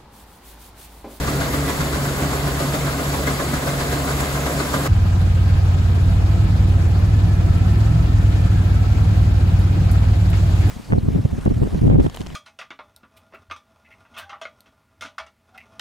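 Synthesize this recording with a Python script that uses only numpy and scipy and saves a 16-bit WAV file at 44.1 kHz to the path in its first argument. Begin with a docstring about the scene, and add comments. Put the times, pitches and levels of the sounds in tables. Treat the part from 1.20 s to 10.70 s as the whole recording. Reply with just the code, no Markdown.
"""Grain roars through the steel tube of a tractor-driven auger in an open yard, over the engine's hum.
Each turn of the screw slaps grain on the wall: the roar swells, the steel clangs, the tube thuds.
Hard cut to a closed tractor cab beside a harvester. Engine orders boom through the panels over
rumble, fan noise and gear whine, with a few trim ticks and dull bumps.
A phone with two spaced ports listens."""
import sys
import numpy as np
from scipy import signal
from scipy.fft import rfft, irfft, next_fast_len
from scipy.io import wavfile
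from scipy.ndimage import uniform_filter1d, map_coordinates

SR = 44100
rng = np.random.default_rng(int(sys.argv[2]) if len(sys.argv) > 2 else 0)


def file_out(sig):
    """Save sig as 16-bit WAV at sys.argv[1]."""
    # one column per channel
    cols = np.atleast_2d(sig).T
    # limit, then scale
    lim = np.clip(cols, -1, 1)
    pcm = np.round(lim * 32767).astype(np.int16)
    wavfile.write(sys.argv[1], SR, pcm)


N = 418950
CUT_S, TURN_HZ = 3.677, 7.51

# grain roar: freq_hz, relative_density_db
GRAIN_SPECTRUM = [(12, -25), (25, -34), (55, -3.5), (100, -11.5), (160, -6), (210, -13.5), (357, -15.5),
                  (900, -19.5), (1300, -18.5), (2750, -26.5), (4200, -25.5), (5700, -30), (8000, -27),
                  (15500, -34)]
# tube and gear resonances: freq_hz, width_hz, gain_db
TUBE_PEAKS = [(236, 9, 2), (275, 55, 8), (405, 40, 3), (417, 5, 2), (590, 410, 4.5), (1660, 67, 1),
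              (2110, 86, 4.5)]
# gear mesh: freq_hz, width_hz, gain_db
MESH_PEAKS = [(1291, 9, 5), (1965, 10, 10), (2360, 9, 4), (2557, 14, 6)]
# hardest slaps, some between turns: time_s, swell_db
HARD_SLAPS = [(.084, 3), (.215, 2.7), (.346, 3.2), (.504, 2), (.611, 3), (1.038, 2), (1.545, 3),
              (1.675, 1.6), (1.947, 2.6), (2.079, 4.6), (2.479, 3), (2.913, 1.5), (3.008, 3.2), (3.158, 2),
              (3.27, 2.8), (3.407, 3), (3.545, 4.6)]
# swell depth by pitch: freq_hz, swell_factor
SWELL_DEPTH = [(100, .3), (400, 1.1), (1000, 1.4), (3000, 1.15), (6000, 1.3), (12000, .7)]
# tube and hopper modes, before grain loading: pitch_hz, relative_db, t60_s
STEEL_MODES = [(533, -6, 0.11), (616, -3.5, 0.15), (687, -4.5, 0.28), (1030, -3.5, 0.21),
               (1156, -1.5, 0.12), (1237, -6, 0.16), (1425, -5, 0.12), (1558, -0.5, 0.093),
               (1693, -7, 0.14), (2000, -8, 0.11), (2620, -15, 0.07), (3400, -26, .05), (4330, -16, .05)]
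# mode shift by grain load, blow to blow: pitch_ratio
STEEL_DETUNE = [.96, .985, 1.01, 1.04]
# low tube modes: pitch_hz, level_db, t60_s
THUD_MODES = [(57, -49, 0.19), (89, -26, 0.021), (128, -32, 0.18), (267, -29.5, 0.08), (298.3, -30, 0.12)]
# sharper tube knocks: start_s, over_thud_db
KNOCKS = [(.625, 4), (1.026, 13), (1.12, 5), (2.76, 7), (3.44, 5)]
# engine orders and shaft hum: pitch_hz, rms_db, waver_db
YARD_TONES = [(35, -50, 1), (70, -30, .6), (140, -28.5, .6), (144.7, -36, 1), (280, -40, .8),
              (289.4, -44, 1)]

# cab engine hunting under load: time_s, cycle_hz
ENGINE_SPEED = [(3.7, 17.8), (4.0, 18.21), (4.3, 18.32), (4.55, 17.94), (4.92, 18.25), (5.22, 20.06),
                (5.43, 19.3), (5.64, 17.61), (5.92, 20.07), (6.35, 17.88), (6.74, 22.07), (7.04, 19.67),
                (7.45, 18.89), (7.75, 19.81), (8.03, 19.64), (8.3, 18.12), (8.65, 19.06), (8.97, 19.75),
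                (9.3, 18.2), (9.5, 18.66)]
# engine orders, before the panels: multiple, level_db
ENGINE_ORDERS = [(2, -29), (3, -21.5), (4, -22.5), (5, -11), (6, -52), (7, -22.5), (8, -35), (9, -33),
                 (10, -42.5), (11, -43), (12, -39.5), (13, -45.5), (14, -39)]
# cab panel response: freq_hz, gain_db
PANEL_GAIN = [(37, -4), (42, 1.5), (54, -2.5), (59, 1), (67, 2), (73, -0.5), (81, 2.5), (89, -4.2),
              (101, -4.8), (110, -4.5), (128, -7.5), (146, -5), (158, -1), (164, -7.5), (175, 4),
              (186, -13), (205, -3.5), (260, -7.5)]
# rumble and fan: freq_hz, relative_density_db
CAB_SPECTRUM = [(10, -45), (24, -26), (40, -10), (100, -16), (170, -14), (220, -23.5), (320, -25),
                (370, -32), (950, -38), (2000, -44.5), (4300, -49.5), (5800, -55), (8000, -57),
                (15500, -66.5)]
# panel and gear resonances: freq_hz, width_hz, gain_db
CAB_PEAKS = [(340, 7, 5.5), (366, 6, 4), (754, 50, 3), (845, 30, 3), (1020, 10, 5), (1240, 30, 2.5),
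             (1400, 30, 2.5), (5001, 20, 3), (1350, 190, -1.5), (1620, 300, 1.5), (2450, 150, 2.5)]
# rumble band lifts: time_s, growl_db, treble_db
RUMBLE_LIFTS = [(3.68, -6, 1.2), (5.2, -1, 0), (6.7, 0.7, 0), (8, -2, 0.5), (8.6, 0.5, -0.5),
                (9.05, -4.5, 0.9), (9.5, 3, 4)]
# cab tones, harvester drone first: pitch_hz, rms_db, waver_db
CAB_TONES = [(108.9, -23.5, 1.5), (174.6, -36, 2), (237.6, -46, 2), (359.4, -55, 3)]
# transmission and harvester whines: time_s, low_hz, low_db, high_hz, high_db, harvester_db
WHINES = [(3.68, 1250, -52, 1600, -54, -50), (4.55, 1270, -48, 1590, -50, -47),
          (4.85, 1290, -53, 1620, -51, -46), (5.2, 1305, -45, 1720, -53, -45),
          (5.65, 1310, -53, 1725, -54, -47), (6.1, 1320, -51, 1740, -47, -46),
          (6.45, 1330, -48, 1760, -51, -43.5), (6.8, 1290, -47.5, 1780, -49.5, -43.5),
          (7.2, 1300, -53, 1780, -50, -46.5), (7.37, 1320, -49, 1650, -46, -47),
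          (7.55, 1330, -47.5, 1585, -48, -46), (8, 1310, -52, 1580, -54, -46),
          (9.5, 1260, -52, 1580, -57, -49)]
# plastic trim: start_s, peak_db, t60_s
TICKS = [(8.3914, -36, 0.08), (8.7135, -28, 0.12), (9.1005, -34, 0.08)]
# dull rattles: start_s, peak_db, t60_s
BUMPS = [(4.0257, -32, 0.19), (5.4849, -46, 0.14), (6.3964, -43, 0.15), (9.131, -21, 0.15),
         (9.436, -28, 0.17)]

# match between ports: freq_hz, coherence, right_lead_rad
YARD_PORTS = [(60, 0.95, 0.47), (273, 0.99, 0.3), (815, 0.6, -0.8), (1240, 0.92, -1.2), (1750, 0.13, -2),
              (2120, 0.05, -2.5), (3820, 0.03, -5), (4350, 0.53, -5), (5460, 0.3, -8.5), (6100, 0.3, -7)]
CAB_PORTS = [(25, 0.995, 0.15), (60, 0.9, 0.65), (176, 0.92, 0.06), (412, 0.35, 0), (718, 0.64, -1.5),
             (950, 0.057, 4.5), (1370, 0.44, 0), (1970, 0.092, 3.5), (3680, 0.04, 3), (4640, 0.13, 7.5),
             (5500, 0.1, 2), (6100, 0.058, 6)]
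# port balance: freq_hz, left_over_right_db
YARD_BALANCE = [(60, 1.0), (180, -0.5), (550, -0.62), (1650, 0.6), (4970, 0.12), (15000, 0.0)]
CAB_BALANCE = [(60, -0.73), (180, 0.33), (550, 0.78), (1650, 1.0), (4970, 0.15), (15000, -0.11)]


def screw_slaps(first_s=.077, swell_db=1.9, jitter_s=.007, spread_db=.55):
    """One uneven slap a turn, as time_s, swell_db; a hard slap on a turn replaces it."""
    turn_s = np.arange(first_s, CUT_S, 1 / TURN_HZ)
    slaps = np.c_[turn_s, np.full(len(turn_s), swell_db)]
    slaps += rng.standard_normal(slaps.shape) * [jitter_s, spread_db]
    hard = np.array(HARD_SLAPS)
    free = np.abs(turn_s[:, None] - hard[:, 0]).min(axis=1) > .02
    return np.r_[slaps[free], hard]


def grain_roar(t, slaps, level_db=-24, rise_s=.013, fall_s=.045, fast_above_hz=4000):
    """Grain thrown at the tube wall: noise swells on each slap, the treble dying first."""
    def swell_db(hz, time_s):
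        since_s = time_s - slaps[:, :1]
        rising = since_s < 0
        shape = np.where(rising, np.exp(-(since_s / rise_s) ** 2), np.exp(-np.abs(since_s) / fall_s))
        slow_db = (slaps[:, 1:] * shape).sum(axis=0)
        fast_db = (slaps[:, 1:] * shape ** np.where(rising, 1, 3)).sum(axis=0)
        fast_share = hz / (hz + fast_above_hz)
        return at_hz(SWELL_DEPTH, hz) * ((1 - fast_share) * slow_db + fast_share * fast_db)
    noise = coloured_noise(t, GRAIN_SPECTRUM, TUBE_PEAKS + MESH_PEAKS, YARD_PORTS, YARD_BALANCE)
    return amp(level_db) * modulate(noise, t, swell_db, common_db=.06, band_db=1.14)


def steel_clangs(t, slaps, clang_db=-37.5, crack_db=-33, rattle_db=-38, rattles_per_s=90):
    """Steel cracks and rings on each slap, harder on big swells; loose parts rattle between."""
    slap_s, swell_db = slaps.T
    force_db = 3 * swell_db
    rattles = np.flatnonzero(rng.random(len(t)) < rattles_per_s / SR)
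    hits = np.r_[((slap_s - .006) * SR).astype(int), rattles]  # blow leads the swell's top
    hit_db = np.r_[clang_db + force_db, np.full(len(rattles), rattle_db)]
    parts = np.zeros((3, len(t)))
    for hz, mode_db, t60_s in STEEL_MODES:
        sizes = amp(hit_db + mode_db + rng.normal(0, 4, (3, len(hits))))
        sizes *= rng.choice([-1, 1], sizes.shape)
        detune = rng.choice(STEEL_DETUNE, len(hits))
        for ratio in STEEL_DETUNE:
            clicks = np.zeros_like(parts)
            clicks[:, hits[detune == ratio]] = sizes[:, detune == ratio]
            parts += ring(clicks, hz * ratio, t60_s * .95)  # grain damps the ring
    cracks = [(s - .004, crack_db + db, .06) for s, db in zip(slap_s, force_db)]
    parts += bursts(t, cracks, band_hz=(640, 2360))
    return at_ports(*parts, YARD_PORTS, YARD_BALANCE)


def tube_thuds(t, first_s=.075, spread_db=1.2, knock_above_hz=200):
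    """The screw rings the tube's low modes once a turn; sharper knocks wake only the upper ones."""
    turn_s = np.arange(first_s, t[-1], 1 / TURN_HZ)
    start_s, extra_db = np.r_[np.c_[turn_s, np.zeros(len(turn_s))], KNOCKS].T
    is_turn = np.arange(len(start_s)) < len(turn_s)
    out = 0
    for hz, level_db, t60_s in THUD_MODES:
        sizes = amp(level_db + extra_db + rng.normal(0, spread_db, len(start_s)))
        clicks = np.zeros(len(t))
        clicks[(start_s * SR).astype(int)] = sizes * (is_turn | (hz >= knock_above_hz))
        out += ring(clicks, hz, t60_s)
    return out


def engine_boom(t, waver_db=.4, dip_hz=66, dip_lag_rad=1.9):
    """Orders locked into one pulse a cycle, coloured by the cab panels as the speed moves."""
    cycle_hz, = at_time(ENGINE_SPEED, t)
    cycle_rad = 2 * np.pi * np.cumsum(cycle_hz) / SR
    out = 0
    for (multiple, level_db), waver in zip(ENGINE_ORDERS, wavers(len(ENGINE_ORDERS), t)):
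        hz = round(multiple) * cycle_hz
        gain = amp(level_db + at_hz(PANEL_GAIN, hz) + waver_db * waver)
        lag_rad = dip_lag_rad / (1 + (hz / dip_hz) ** 14)  # orders below the cab's dip come late
        out -= gain * np.cos(round(multiple) * cycle_rad - lag_rad)
    return np.sqrt(2) * out * amp([[-.3], [.3]])


def machine_hum(t, table):
    """Engine, shaft or harvester tones: steady pitch, wavering level."""
    out = 0
    for (hz, rms_db, waver_db), waver in zip(table, wavers(len(table), t)):
        gain = np.sqrt(2) * amp(rms_db + waver_db * waver)
        out += gain * np.sin(2 * np.pi * (hz * t + rng.random()))
    return out


def cab_rumble(t, level_db=-21.5, growl_hz=287):
    """Rumble and fan noise; a low-mid growl and the treble rise and fall."""
    def lift_db(hz, time_s):
        growl_db, treble_db = at_time(RUMBLE_LIFTS, time_s)
        growl_band = np.exp(-np.log2((hz + 1) / growl_hz) ** 2 / .33)
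        return growl_db * growl_band + treble_db * np.clip(hz / 7000, 0, 1)
    noise = coloured_noise(t, CAB_SPECTRUM, CAB_PEAKS, CAB_PORTS, CAB_BALANCE)
    return amp(level_db) * modulate(noise, t, lift_db, common_db=-.63, band_db=1.5)


def gear_whines(t, harvester_hz=679, wander_ratio=.008, waver_db=1.5):
    """Two transmission whines and the harvester's, blurred by wandering level and phase."""
    low_hz, low_db, high_hz, high_db, harvester_db = at_time(WHINES, t)
    voices = [(low_hz, low_db, 40), (high_hz, high_db, 40), (harvester_hz, harvester_db, 12)]
    out = 0
    for hz, level_db, blur_hz in voices:
        wander, waver = drift((2, len(t)), smooth=SR // 5)
        phase = 2 * np.pi * np.cumsum(hz * (1 + wander_ratio * wander)) / SR
        in_phase, quadrature = drift((2, 2, len(t)), smooth=int(SR / blur_hz / 2))  # per side
        out += amp(level_db + waver_db * waver) * (in_phase * np.cos(phase) + quadrature * np.sin(phase))
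    return out


def ticks_and_bumps(t, snap_db=2, snap_t60_s=.012):
    """Plastic trim ticks, each opening with a snap, and dull rattles."""
    snaps = [(start_s, peak_db + snap_db, snap_t60_s) for start_s, peak_db, _ in TICKS]
    ticks = bursts(t, TICKS + snaps, band_hz=(7600, 12800))
    bumps = bursts(t, BUMPS, band_hz=(800, 2500))
    return at_ports(*(ticks + bumps), CAB_PORTS, CAB_BALANCE)


def coloured_noise(t, spectrum, peaks, ports, balance):
    """Stereo noise with resonances, rms 1."""
    hz = np.fft.rfftfreq(len(t), 1 / SR)
    peaks_db = sum(db / (1 + (2 * (hz - peak_hz) / width_hz) ** 2) for peak_hz, width_hz, db in peaks)
    white = at_ports(*rng.standard_normal((3, len(t))), ports, balance)
    noise = irfft(rfft(white) * amp(at_hz(spectrum, hz) + peaks_db), len(t))
    return noise / noise.std()


def modulate(noise, t, lift_db, common_db, band_db):
    """Bands flicker together and singly; lift_db(hz, time_s) shapes them."""
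    hz, frame_s, cells = signal.stft(noise, SR, nperseg=512, noverlap=320)
    band = 3 * np.log2(hz / 150 + 1)  # third octaves in the treble
    grid = np.meshgrid(band, np.arange(len(frame_s)), indexing="ij")
    per_band = map_coordinates(drift((24, len(frame_s)), smooth=4), grid, order=1)
    common = drift(len(frame_s), smooth=3)
    flicker_db = (common_db * common + band_db * per_band) * np.clip(hz[:, None] / 600, 0, 1)
    cells *= amp(flicker_db + lift_db(hz[:, None], frame_s + t[0]))
    return signal.istft(cells, SR, nperseg=512, noverlap=320)[1][:, :len(t)]


def bursts(t, events, band_hz, crest_db=9):
    """Decaying band noise as shared, left and right parts."""
    bandpass = signal.butter(2, band_hz, "band", fs=SR, output="sos")
    noise = signal.sosfilt(bandpass, rng.standard_normal((3, len(t))))
    envelope = sum(amp(peak_db - crest_db - 60 * np.abs(t - start_s) / t60_s) * (t > start_s)
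                   for start_s, peak_db, t60_s in events)
    return envelope * noise / noise.std()


def ring(clicks, hz, t60_s):
    """One mode: a unit click starts a decaying unit sine."""
    radius, step_rad = amp(-60 / (t60_s * SR)), 2 * np.pi * hz / SR
    feedback = [1, -2 * radius * np.cos(step_rad), radius ** 2]
    return signal.lfilter([0, np.sin(step_rad)], feedback, clicks + 1e-18)


def at_ports(shared, left_own, right_own, ports, balance):
    """Two spaced ports: a shared part plus their own; the treble is mostly shared, left late."""
    treble_hz, treble_coherence, in_phase_hz, lag_s = 6660, .87, 6820, .00022
    hz = np.fft.rfftfreq(len(shared), 1 / SR)
    treble = np.clip((hz - treble_hz) / 800 + .5, 0, 1)
    coherence = np.clip(at_hz(ports, hz) * (1 - treble) + treble_coherence * treble, 0, 1)
    lead_rad = np.where(treble > .5, 2 * np.pi * (hz - in_phase_hz) * lag_s, at_hz(ports, hz, column=2))
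    common = np.sqrt(coherence) * rfft(shared)
    tilt = amp(at_hz(balance, hz) / 2)
    left = (common + np.sqrt(1 - coherence) * rfft(left_own)) * tilt
    right = (common * np.exp(1j * lead_rad) + np.sqrt(1 - coherence) * rfft(right_own)) / tilt
    return irfft(np.array([left, right]), len(shared))


def drift(shape, smooth):
    """Smoothed noise along the last axis, spread 1."""
    slow = uniform_filter1d(uniform_filter1d(rng.standard_normal(shape), smooth), smooth)
    return slow / slow.std()


def wavers(count, t, hop=400):
    """Slow drifts at audio rate."""
    coarse = drift((count, len(t) // hop + 2), smooth=14)
    return [np.interp(np.arange(len(t)) / hop, np.arange(len(row)), row) for row in coarse]


def at_time(table, t):
    """Table columns at times t."""
    time_s, *columns = np.transpose(table)
    return [np.interp(t, time_s, column) for column in columns]


def at_hz(table, hz, column=1):
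    """Table column over log frequency."""
    columns = np.transpose(table)
    return np.interp(np.log(hz + 1), np.log(columns[0]), columns[column])


def amp(db):
    """dB to gain."""
    return 10 ** (np.asarray(db) / 20)


def scene():
    """Yard, hard cut, cab."""
    cut = int(CUT_S * SR)
    t = np.arange(next_fast_len(cut)) / SR
    slaps = screw_slaps()
    yard = grain_roar(t, slaps) + steel_clangs(t, slaps) + tube_thuds(t) + machine_hum(t, YARD_TONES)
    t = CUT_S + np.arange(next_fast_len(N - cut)) / SR
    cab = cab_rumble(t) + ticks_and_bumps(t) + engine_boom(t)
    cab += machine_hum(t, CAB_TONES) + gear_whines(t)
    cab *= np.minimum((t - CUT_S) / .003, 1)  # 3 ms fade-in, no click
    return np.hstack([yard[:, :cut], cab[:, :N - cut]])


def record(dry):
    """Soft peak rounding, then a steep low-pass."""
    ceiling, cutoff_hz = 1.6, 15700
    lowpass = signal.ellip(12, .5, 70, cutoff_hz, fs=SR, output="sos")
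    return signal.sosfilt(lowpass, ceiling * np.tanh(dry / ceiling))


dry = scene()
out = record(dry)
file_out(out)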